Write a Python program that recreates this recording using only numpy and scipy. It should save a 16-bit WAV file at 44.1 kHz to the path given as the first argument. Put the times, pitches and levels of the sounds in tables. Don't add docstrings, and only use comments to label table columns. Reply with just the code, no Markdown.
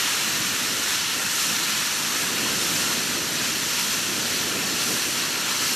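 import sys
import numpy as np
from scipy import signal
from scipy.fft import rfft, irfft, next_fast_len
from scipy.io import wavfile
from scipy.ndimage import uniform_filter1d

SR = 44100
rng = np.random.default_rng(int(sys.argv[2]) if len(sys.argv) > 2 else 0)


def wrap_up_sound(samples):
    columns = np.atleast_2d(samples).T
    tamed = np.clip(columns, -1, 1)
    steps = np.round(tamed * 32767).astype(np.int16)
    wavfile.write(sys.argv[1], SR, steps)


N = 253611
TIME = np.arange(N) / SR
FRAMES = dict(nperseg=512, noverlap=384)


def amp(db):
    return 10 ** (np.asarray(db) / 20)


def unit_rms(x):
    return x / np.sqrt(np.mean(x ** 2) + 1e-20)


def curve(points):
    freqs, db = np.transpose(points)
    return lambda hz: np.interp(np.log(hz + 1), np.log(freqs + 1), db)


def filtered(x, gain_db):
    size = next_fast_len(N + 4096)
    hz = np.fft.rfftfreq(size, 1 / SR)
    return irfft(rfft(x, size) * amp(gain_db(hz)), size)[..., :N]


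def flutter(top_hz):
    return unit_rms(filtered(rng.standard_normal(N), lambda hz: -20 * np.log10(1 + (hz / top_hz) ** 2)))


def band_envelopes(x, splits_hz, rows):
    times, *levels_db = np.transpose(rows)
    lows = [filtered(x, lambda hz: -20 * np.log10(1 + (hz / edge) ** 6)) for edge in splits_hz]
    bands = np.diff([0 * x, *lows, x], axis=0)
    return sum(amp(np.interp(TIME, times, db)) * unit_rms(band) for db, band in zip(levels_db, bands))


def kernel_ticks(per_s, spread_db):
    strength, polarity, chance = rng.random((3, N))
    size = amp(spread_db * np.minimum(-np.log(strength + 1e-9), 4))
    return unit_rms(size * np.sign(polarity - .5) * (chance < per_s / SR))


def steel_pings(per_s, decay_s, spread_db):
    hz, times, noise = signal.stft(rng.standard_normal(N), SR, **FRAMES)
    hop_s = times[1]
    chance, strength = rng.random((2,) + noise.shape)
    size = amp(spread_db * np.minimum(-np.log(strength + 1e-9), 3))
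    strikes = noise * size * (chance < per_s * hop_s / len(hz))
    poles = np.exp(2j * np.pi * hz * hop_s - hop_s / decay_s)
    ringing = np.array([signal.lfilter([1], [1, -pole], row) for pole, row in zip(poles, strikes)])
    return unit_rms(signal.istft(ringing, **FRAMES)[1][:N])


# (frequency [Hz], gain [dB])
TICK_SPECTRUM = [(100, -29), (400, -17.5), (820, -13.5), (1150, -8.5), (2050, -7.5), (3600, -6),
                 (4900, -6.5), (7000, -5.5), (8600, -8), (9500, -11), (11100, -14), (12800, -14.5),
                 (14000, -23.5), (14500, -20), (15100, -21)]
# (start frequency [Hz], end frequency [Hz], bandwidth [Hz], start gain [dB], end gain [dB])
CAVITY_MODES = [(945, 970, 180, 4.5, 5), (1356, 1374, 280, 6, 5.5), (1784, 1744, 330, 6, 5),
                (2760, 2680, 780, 4, 4.5), (3400, 3230, 250, .5, 1.5), (4180, 4300, 680, 3.5, 4),
                (5480, 5520, 600, 2.5, 3), (6100, 5980, 770, 3, 3.5), (7100, 7400, 500, 1, 1),
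                (11450, 11500, 350, 2.5, 3), (11900, 11840, 1450, 5, 5.5), (3650, 3600, 440, -.3, -2),
                (4800, 5000, 500, -1.5, -0.7)]


def cavity_resonance(impacts):
    def response(centres, gains):
        return lambda hz: curve(TICK_SPECTRUM)(hz) + sum(
            db / (1 + (2 * (hz - centre) / width) ** 2) for centre, width, db in zip(centres, widths, gains))

    start_hz, end_hz, widths, start_db, end_db = np.transpose(CAVITY_MODES)
    early = filtered(impacts, response(start_hz, start_db))
    late = filtered(impacts, response(end_hz, end_db))
    progress = np.arange(N) / N
    return (1 - progress) * early + progress * late


def shimmer(x, depth_db):
    spectra = signal.stft(x, **FRAMES)[2]
    patches = uniform_filter1d(rng.standard_normal(spectra.shape[-2:]), size=8, axis=0)
    patches = unit_rms(uniform_filter1d(patches, size=30, axis=1))
    return signal.istft(spectra * amp(depth_db * patches), **FRAMES)[1][..., :N]


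# (time [s], low-band gain [dB], mid-band gain [dB], treble gain [dB])
GRAIN_FLOW = [(0.0, -31.5, -27, -26.5), (0.05, -31, -28.5, -28.5), (0.77, -33.5, -30.5, -29.5),
              (0.94, -30.5, -28.5, -28), (1.01, -33.5, -30.5, -30.5), (1.1, -32.5, -28.5, -30),
              (1.2, -32.5, -31.5, -29.5), (1.42, -32.5, -29.5, -26.5), (1.57, -31.5, -29, -28.5),
              (1.68, -31.5, -28.5, -28.5), (2.11, -32.5, -31, -30), (2.21, -31, -29, -27.5),
              (2.27, -33, -31.5, -30), (2.5, -32.5, -30.5, -29.5), (2.75, -32, -29, -27),
              (2.9, -31.5, -29.5, -28.5), (2.98, -34, -31, -29.5), (3.3, -34, -31, -31),
              (3.41, -32, -29.5, -30), (3.65, -34, -31, -30), (3.79, -32.5, -29, -28),
              (4.08, -34, -30.5, -30), (4.43, -34, -29.5, -30), (4.55, -33.5, -32.5, -31.5),
              (4.75, -34.5, -29.5, -30.5), (4.88, -33, -31, -27.5), (5.03, -32.5, -28.5, -29),
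              (5.08, -37, -33.5, -29.5), (5.17, -33, -29, -29.5), (5.36, -32, -31.5, -32),
              (5.67, -32, -29, -27.5), (5.75, -33, -33, -28.5)]


def grain_hiss():
    impacts = np.array([kernel_ticks(per_s=14000, spread_db=1.05)
                        + amp(-7.5) * steel_pings(per_s=3600, decay_s=0.0072, spread_db=1.7)
                        for _ in range(2)])
    hiss = shimmer(cavity_resonance(impacts), depth_db=0.4)
    surging = band_envelopes(hiss, splits_hz=[2300, 4900], rows=GRAIN_FLOW)
    return surging * amp(-0.67 + 0.3 * flutter(top_hz=18))


# (frequency [Hz], gain [dB])
WALL_SPECTRUM = [(40, -46), (80, -16.5), (130, -5), (170, -3), (215, -.5), (260, -0.5), (320, -1.5),
                 (390, -2.5), (470, -5), (620, -8.5), (850, -13), (1100, -29.5)]
# (time [s], lower-band level [dB], upper-band level [dB])
RUMBLE_LEVELS = [(0.0, -43, -43), (0.22, -44, -42), (0.29, -39.5, -39.5), (0.48, -39.5, -45),
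                 (0.54, -45, -41.5), (0.74, -40, -41), (0.77, -46.5, -38), (1.04, -42.5, -50.5),
                 (1.22, -45.5, -38), (1.25, -40.5, -46), (1.41, -45, -43), (1.5, -38, -42),
                 (1.9, -45.5, -46), (2.35, -38.5, -37), (2.8, -38.5, -39), (3.2, -39.5, -38),
                 (3.5, -39, -41), (3.75, -42, -42), (4.05, -41.5, -41.5), (4.2, -38, -38),
                 (4.45, -37.5, -38), (4.68, -37.5, -37), (4.72, -34, -42), (4.77, -42, -40),
                 (4.95, -35, -36), (4.98, -41.5, -39.5), (5.35, -43, -41), (5.67, -39.5, -40),
                 (5.7, -41, -47), (5.75, -44, -38)]


def wall_rumble():
    noise = filtered(rng.standard_normal((2, N)), curve(WALL_SPECTRUM))
    rumble = band_envelopes(noise, splits_hz=[300], rows=RUMBLE_LEVELS)
    return rumble * amp(-0.1 + 0.97 * flutter(top_hz=21))


# (frequency [Hz], gain [dB])
MACHINE_SPECTRUM = [(20, -36), (35, -21), (52, -7.5), (70, -4.5), (100, 0), (135, -6), (200, -28)]
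# (time [s], level [dB])
MACHINE_SWELLS = [(0, -55), (.8, -50), (1.5, -55), (2.1, -52), (2.7, -48), (3.5, -50.5), (4.5, -51),
                  (5.0, -50), (5.75, -54)]


def machine_drone():
    noise = unit_rms(filtered(rng.standard_normal((2, N)), curve(MACHINE_SPECTRUM)))
    return amp(np.interp(TIME, *np.transpose(MACHINE_SWELLS))) * noise


# (time [s], frequency [Hz], gain [dB])
LOUD_NOTES = [(.945, 2700, -22), (1.15, 3000, -25), (1.223, 1320, -28), (1.257, 2600, -18),
              (1.46, 4300, -24), (1.63, 4000, -24), (1.72, 2900, -23)]


def ringing_notes(rise_s=.003, decay_s=.008):
    notes = np.zeros(N)
    for onset, hz, db in LOUD_NOTES:
        age = np.maximum(TIME - onset, 0)
        envelope = (1 - np.exp(-age / rise_s)) * np.exp(-age / decay_s)
        notes += amp(db) * envelope * np.sin(2 * np.pi * hz * age)
    return notes


# (frequency [Hz], left minus right level [dB])
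BASS_BALANCE = [(25, -1), (60, 0), (110, 0.5), (150, -0.5), (220, -6), (320, -5), (500, -1), (750, -3.5),
                (900, 0)]
# (frequency [Hz], side gain [dB])
HISS_WIDTH = [(4900, -81), (5250, -30), (5800, -15), (6800, -12.5), (8500, -8), (10000, -8.5), (10900, -7),
              (11200, -60)]
# (frequency [Hz], side gain [dB])
BASS_WIDTH = [(25, -17), (120, -18.5), (400, -19), (800, -10.5), (950, -80)]


def scene():
    hiss_mid, hiss_side = grain_hiss()
    bass_mid, bass_side = wall_rumble() + machine_drone()
    mid = hiss_mid + bass_mid + ringing_notes()
    side = filtered(hiss_side, curve(HISS_WIDTH)) + filtered(bass_side, curve(BASS_WIDTH))
    balance_db = curve(BASS_BALANCE)
    left = filtered(mid, lambda hz: balance_db(hz) / 2)
    right = filtered(mid, lambda hz: -balance_db(hz) / 2)
    return np.array([left + side, right - side])


def record(dry, cutoff_hz=15050):
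    lowpass = signal.firwin(1023, cutoff_hz, window=("kaiser", 10), fs=SR)
    return signal.oaconvolve(dry, lowpass[None], "same")


dry = scene()
out = record(dry)
wrap_up_sound(out)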